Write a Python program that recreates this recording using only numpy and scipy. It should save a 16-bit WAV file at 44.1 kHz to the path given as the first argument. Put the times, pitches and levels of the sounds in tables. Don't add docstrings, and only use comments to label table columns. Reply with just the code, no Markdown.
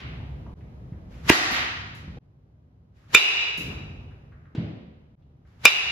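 import sys
import numpy as np
from scipy import signal
from scipy.fft import rfft, irfft
from scipy.io import wavfile

SR = 44100
rng = np.random.default_rng(int(sys.argv[2]) if len(sys.argv) > 2 else 0)


def master(y):
    cut = np.clip(np.atleast_2d(y).T, -1, 1)
    pcm = np.round(cut * 32767)
    wavfile.write(sys.argv[1], SR, pcm.astype(np.int16))


N = 260631
SECONDS = np.arange(N) / SR

STRETCH_STARTS = [0, .5415, 2.187, 5.155]
# (contact time [s], level [dB])
SWING_CONTACTS = [(1.3, -14), (3.148, -23), (5.655, -25.5)]


def wooden_bat():
    # (time [s], ring [dB], crack [dB], thump [dB], hall send [dB], hall crack [dB])
    hits = [(1.295, -5.5, -27.5, -36, -25.5, -21.5), (1.2993, -3, -1.5, 3, -15, 9)]
    # (frequency [Hz], t60 [s], at touch [dB], at main blow [dB], toward hall [dB])
    modes = [(909, 0.033, -32.5, -3, 6), (1677, 0.018, -17, 4, 4), (2000, 0.029, -4, 0, 12),
             (2480, 0.016, 7, 1, -6.5), (2792, 0.023, 5.5, -9.5, 2), (3230, 0.032, -9.5, -18, -6),
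             (4707, 0.0067, -20, -0.5, 1.5), (6800, 0.035, -36, -37.5, -28)]
    return bat_blows(hits, modes, thump_hz=320, hall_t60_share=.3)


def metal_bat():
    # (time [s], ring [dB], crack [dB], thump [dB], hall send [dB], hall crack [dB])
    hits = [(3.1475, 3, 1.5, -10.5, -9.5, 6), (5.6535, 8, 9, -13.5, -10, 7.5)]
    # (frequency [Hz], t60 [s], first hit [dB], second hit [dB], toward hall [dB])
    modes = [(1155, 0.024, -24, -9, -22), (1447, 0.013, 1, -4, -22), (2406, 0.047, 2.5, 0, -5),
             (2550, 0.074, -11, -17.5, -6.5), (2632, .1, -8.5, -11, -7), (2826, 0.08, -17, -20, -7),
             (2885, .08, -14, -14.5, -8), (3550, 0.052, -10.5, -22.5, -16), (3612, 0.081, -10, -18, -16),
             (3930, 0.03, -16.5, -13.5, -4), (4940, 0.036, -24.5, -15, -30), (5210, 0.06, -24, -17, -17),
             (5950, 0.038, -26, -25, -28.5), (6880, 0.034, -5.5, -18, -31.5)]
    return bat_blows(hits, modes, thump_hz=430, hall_t60_share=.65)


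def bat_blows(hits, modes, thump_hz, hall_t60_share):
    near, far = np.zeros(N), np.zeros(N)
    t = np.arange(8192) / SR
    click = (t == 0) + 1e-18
    for k, (s, ring_db, crack_db, thump_db, hall_db, hall_crack_db) in enumerate(hits):
        burst = 0.16 * rng.standard_normal(len(t)) * np.exp(-t / 0.0013)
        add(near, from_db(crack_db + 9) * band(click + burst, 600, 24000), s)
        add(far, from_db(hall_crack_db) * band(click, 920, 13000), s)
        thump = -from_db(thump_db) * ring(thump_hz, t60=.024)
        add(near, thump, s + .0016)
        add(far, from_db(hall_db - 14.5) * thump, s)
        for hz, t60, *levels_db, radiated_db in modes:
            mode = ring(hz, t60) * onset(t, 0.0013)
            add(near, from_db(ring_db + levels_db[k]) * mode, s)
            widened = ring(hz, t60 * hall_t60_share) * onset(t, 0.0022)
            add(far, from_db(hall_db + radiated_db) * widened, s)
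    return near, far


def whooshes():
    # (time before contact [s], relative level [dB], centre [Hz])
    course = [(0.23, -70, 980), (0.18, -48.5, 2000), (.07, -46, 1400), (0.025, -31, 2500),
              (0.0015, -0.5, 2800)]
    before, course_db, centre_hz = np.transpose(course)
    out = np.zeros((2, N))
    for contact, level_db in SWING_CONTACTS:
        span = slice(round((contact - before[0]) * SR), round(contact * SR))
        t = SECONDS[span] - contact
        swell_db = level_db + np.interp(t, -before, course_db)
        for hz in np.geomspace(500, 15000, 12):
            octaves_off = np.abs(np.log2(hz / np.interp(t, -before, centre_hz)))
            rush = noise_between((2, len(t)), hz / 1.6, hz * 1.17)
            out[:, span] += rush * from_db(swell_db - 5.8 * octaves_off ** 0.78)
    return out


def gusts():
    rise_s, fall_s = .035, .02
    swell = np.zeros(N)
    for s, level_db in SWING_CONTACTS:
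        swell += from_db(level_db - 13) * np.exp(np.minimum((SECONDS - s) / rise_s, (s - SECONDS) / fall_s))
    return swell * noise_between(N, 50, 140)


def landings():
    # (time [s], level [dB],
    # centre [Hz], decay [s])
    rattles = [(0.0, -42.5, 1920, 0.015), (1.509, -39.5, 9900, 0.062), (1.529, -33.5, 2000, 0.09),
               (1.946, -57, 6795, .045), (3.573, -42.5, 9000, 0.06), (3.679, -54, 1040, 0.065),
               (4.549, -46, 2170, 0.014)]
    # (time [s], level [dB], centre [Hz])
    taps = [(.12, -53, 770), (.196, -52, 770), (.462, -48.5, 824), (.607, -62, 2000), (.925, -62, 1700),
            (1.14, -58, 2300), (3.04, -66, 1300), (3.996, -56, 898), (4.107, -59, 1570),
            (4.319, -57.5, 1460), (4.452, -58, 1400), (4.575, -54, 600), (5.22, -76, 3000),
            (5.45, -66, 1510)]
    # (time [s], level [dB], centre [Hz], decay [s])
    thuds = [(.462, -41.5, 204, 0.042), (.918, -35, 124, 0.036), (1.507, -36, 196, 0.044),
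             (2.076, -33.5, 127, 0.026), (2.17, -30.5, 298, 0.0051), (3.571, -42.5, 298, 0.11),
             (3.58, -36.5, 153, 0.12), (3.68, -37.5, 96.6, 0.11), (4.548, -31, 247.6, 0.02),
             (4.575, -25.5, 140, .066), (4.674, -40.5, 145, 0.042)]
    rattle_octaves, rattle_hall_db = 1.67, 5.5
    tap_decay_s, tap_octaves, tap_hall_db = .022, .7, -3
    thud_hall_db = -4.5
    near, far = np.zeros(N), np.zeros(N)
    t = np.arange(13000) / SR
    bright = [(*row, rattle_octaves, rattle_hall_db) for row in rattles]
    bright += [(*row, tap_decay_s, tap_octaves, tap_hall_db) for row in taps]
    for s, level_db, hz, decay_s, octaves, hall_db in bright:
        low, high = hz / 2 ** (octaves / 2), hz * 2 ** (octaves / 2)
        envelope = from_db(level_db) * np.exp(-t / decay_s) * onset(t, 0.001)
        burst = envelope * noise_between(len(t), low, high)
        add(near, burst, s)
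        click = rms_one(band((t == 0) + 1e-18, low, high)) * np.sqrt(np.mean(burst ** 2))
        add(far, from_db(hall_db) * click, s)
    for s, level_db, hz, decay_s in thuds:
        envelope = from_db(level_db) * np.exp(-t / decay_s) * onset(t, 0.0014)
        thud = envelope * noise_between(len(t), hz / 1.6, hz * 1.44)
        add(near, thud, s)
        add(far, from_db(thud_hall_db) * thud, s)
    return near, far


def at_microphone(x):
    # (delay [s], level [dB], left minus right [dB])
    reflections = [(.003, -17, 2), (.013, -11, -8), (.018, -13.5, 1), (.023, -11.5, -5), (0.031, -15, 3.5)]
    shadow_hz, port_lag_s, pan_db = 5200, 2e-4, -2.5
    hz = np.arange(N // 2 + 1) * SR / N
    phase_lag = 2 * np.pi * np.clip(hz - shadow_hz, 0, None) * port_lag_s
    left = irfft(rfft(x) * np.exp(-1j * phase_lag), N)
    sides = np.array([[.5], [-.5]])
    out = np.array([left, x]) * from_db(pan_db * sides)
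    dull = band(x, 400, 4700)
    for delay_s, level_db, side_db in reflections:
        out += np.roll(dull, round(delay_s * SR)) * from_db(level_db + side_db * sides)
    return out


def hall(x):
    # (frequency [Hz], t60 [s])
    t60s = [(60, 0.3), (250, 1.04), (1000, 1.1), (2500, 1.07), (5000, .95), (7500, 0.67), (11000, 0.57),
            (16000, 0.29)]
    # (frequency [Hz], level [dB])
    colour = [(60, 0), (250, 0.5), (500, 5.5), (1000, 5), (2500, 5.5), (5000, 1), (7500, -5.5),
              (11000, -8.5), (16000, -3)]
    wall_s, wall_width_s, wall_db = .27, 0.037, 0.5
    t = np.arange(70000) / SR
    tail = sum(part * from_db(at_hz(colour, hz) - 60 * t / at_hz(t60s, hz))
               for hz, part in diffuse_bands(len(t)))
    tail *= onset(t, .015) / np.sqrt(.07 * SR)
    tail *= from_db(wall_db * np.exp(-((t - wall_s) / wall_width_s) ** 2))
    out = np.zeros((2, N))
    cuts = [round(s * SR) for s in STRETCH_STARTS] + [N]
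    for a, b in zip(cuts, cuts[1:]):
        out[:, a:b] = signal.fftconvolve(x[None, a:b], tail, axes=1)[:, :b - a]
    return out


def rumble():
    # (frequency [Hz], density [dB])
    colour = [(15, -46), (25, -21), (59, -2.5), (141, -7.5), (195, -15.5), (249, -19.5), (607, -28),
              (2350, -47), (2910, -48), (6740, -58.5), (8590, -66.5), (10400, -55.5), (16000, -69.5)]
    # (frequency [Hz], width [Hz], level against the rumble [dB])
    drones = [(73.52, 7.6, -9), (102.7, 8.1, -10), (140, 18, -12), (252, 7.9, -21)]
    steady_db = [-40, -41.5, -55, -53.5]
    # (time [s], level [dB])
    booms = [(-.2, -32), (3.15, -47), (3.6, -33.5), (4.57, -49), (5.655, -39)]
    boom_rise_s, boom_t60_s = .08, 2.9
    noise = rms_one(sum(from_db(at_hz(colour, hz)) * part for hz, part in diffuse_bands(N)))
    for hz, width_hz, level_db in drones:
        noise += from_db(level_db) * noise_between(N, hz - width_hz / 2, hz + width_hz / 2)
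    stretch = np.searchsorted(STRETCH_STARTS, SECONDS, "right") - 1
    power = from_db(steady_db)[stretch] ** 2
    for s, level_db in booms:
        t = np.clip(SECONDS - s, 0, None)
        swell = from_db(level_db - 60 * t / boom_t60_s) * onset(t, boom_rise_s)
        same_stretch = stretch == stretch[max(round(s * SR), 0)]
        power += swell ** 2 * same_stretch
    return noise * np.sqrt(power)


def diffuse_bands(size):
    # (frequency [Hz], correlation [-1 to 1])
    likeness = [(60, 1), (250, .92), (600, 0.12), (1500, -0.49), (3000, -0.0072), (6000, -0.5),
                (12000, -0.45)]
    edges = 25 * 2 ** np.arange(0, 9.5, 1 / 3)
    white = rng.standard_normal((2, 2, size))
    for k, (low, high) in enumerate(zip(edges, edges[1:])):
        mid, side = band(white[k % 2], low, high)
        hz = np.sqrt(low * high)
        alike = at_hz(likeness, hz)
        yield hz, np.sqrt(1 + alike) * mid + np.sqrt(1 - alike) * side * [[1], [-1]]


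def from_db(db):
    return 10 ** (np.asarray(db) / 20)


def rms_one(x):
    return x / np.sqrt(np.mean(x ** 2) + 1e-20)


def at_hz(points, hz):
    frequencies, values = np.transpose(points)
    return np.interp(np.log(hz), np.log(frequencies), values)


def band(x, low_hz, high_hz):
    sos = signal.butter(2, [low_hz, min(high_hz, .45 * SR)], "band", fs=SR, output="sos")
    return signal.sosfilt(sos, x)


def noise_between(shape, low_hz, high_hz):
    return rms_one(band(rng.standard_normal(shape), low_hz, high_hz))


def onset(t, rise_s):
    return 1 - np.exp(-t / rise_s)


def ring(hz, t60):
    t = np.arange(8192) / SR
    return np.sin(2 * np.pi * hz * t) * from_db(-60 * t / t60)


def add(out, x, s):
    at = round(s * SR)
    out[at:at + len(x)] += x[:N - at]


def scene():
    metal, metal_far = metal_bat()
    wood, wood_far = wooden_bat()
    knocks, knocks_far = landings()
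    far = from_db(14) * (metal_far + wood_far) + knocks_far
    return at_microphone(metal + wood) + knocks + hall(far) + whooshes() + gusts() + rumble()


def record(dry):
    # (frequency [Hz], width [Hz], depth [share])
    dips = [(8700, 2000, .9), (8700, 1400, .8), (13300, 2200, .9)]
    low_cut_hz, top_cut_hz = 48.6, 16200
    threshold_db, max_duck_db, release_db_per_s, attack_s = -16.5, 18, 39.5, 0.03
    fade_out_s, fade_in_s = .0015, 0.042
    x = signal.sosfilt(signal.butter(2, low_cut_hz, "high", fs=SR, output="sos"), dry)
    for hz, width_hz, depth in dips:
        x = x - depth * signal.lfilter(*signal.iirpeak(hz, hz / width_hz, SR), x)
    power = signal.lfilter([.002], [1, -.998], np.mean(x ** 2, axis=0))
    over_db = np.clip(10 * np.log10(power + 1e-20) - threshold_db, 0, max_duck_db)
    release_db = release_db_per_s * SECONDS
    held_db = np.maximum.accumulate(over_db + release_db) - release_db
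    pole = np.exp(-1 / (attack_s * SR))
    duck_db = signal.lfilter([1 - pole], [1, -pole], held_db)
    x = x * from_db(-duck_db)
    x = .94 * x / (1 + np.abs(x) ** 6) ** (1 / 6)
    for s in STRETCH_STARTS[1:]:
        x = x * np.clip(np.maximum((s - SECONDS) / fade_out_s, (SECONDS - s) / fade_in_s), 0, 1)
    top_cut = signal.cheby2(12, 60, top_cut_hz, fs=SR, output="sos")
    return np.clip(signal.sosfilt(top_cut, x), -1, 1)


dry = scene()
out = record(dry)
master(out)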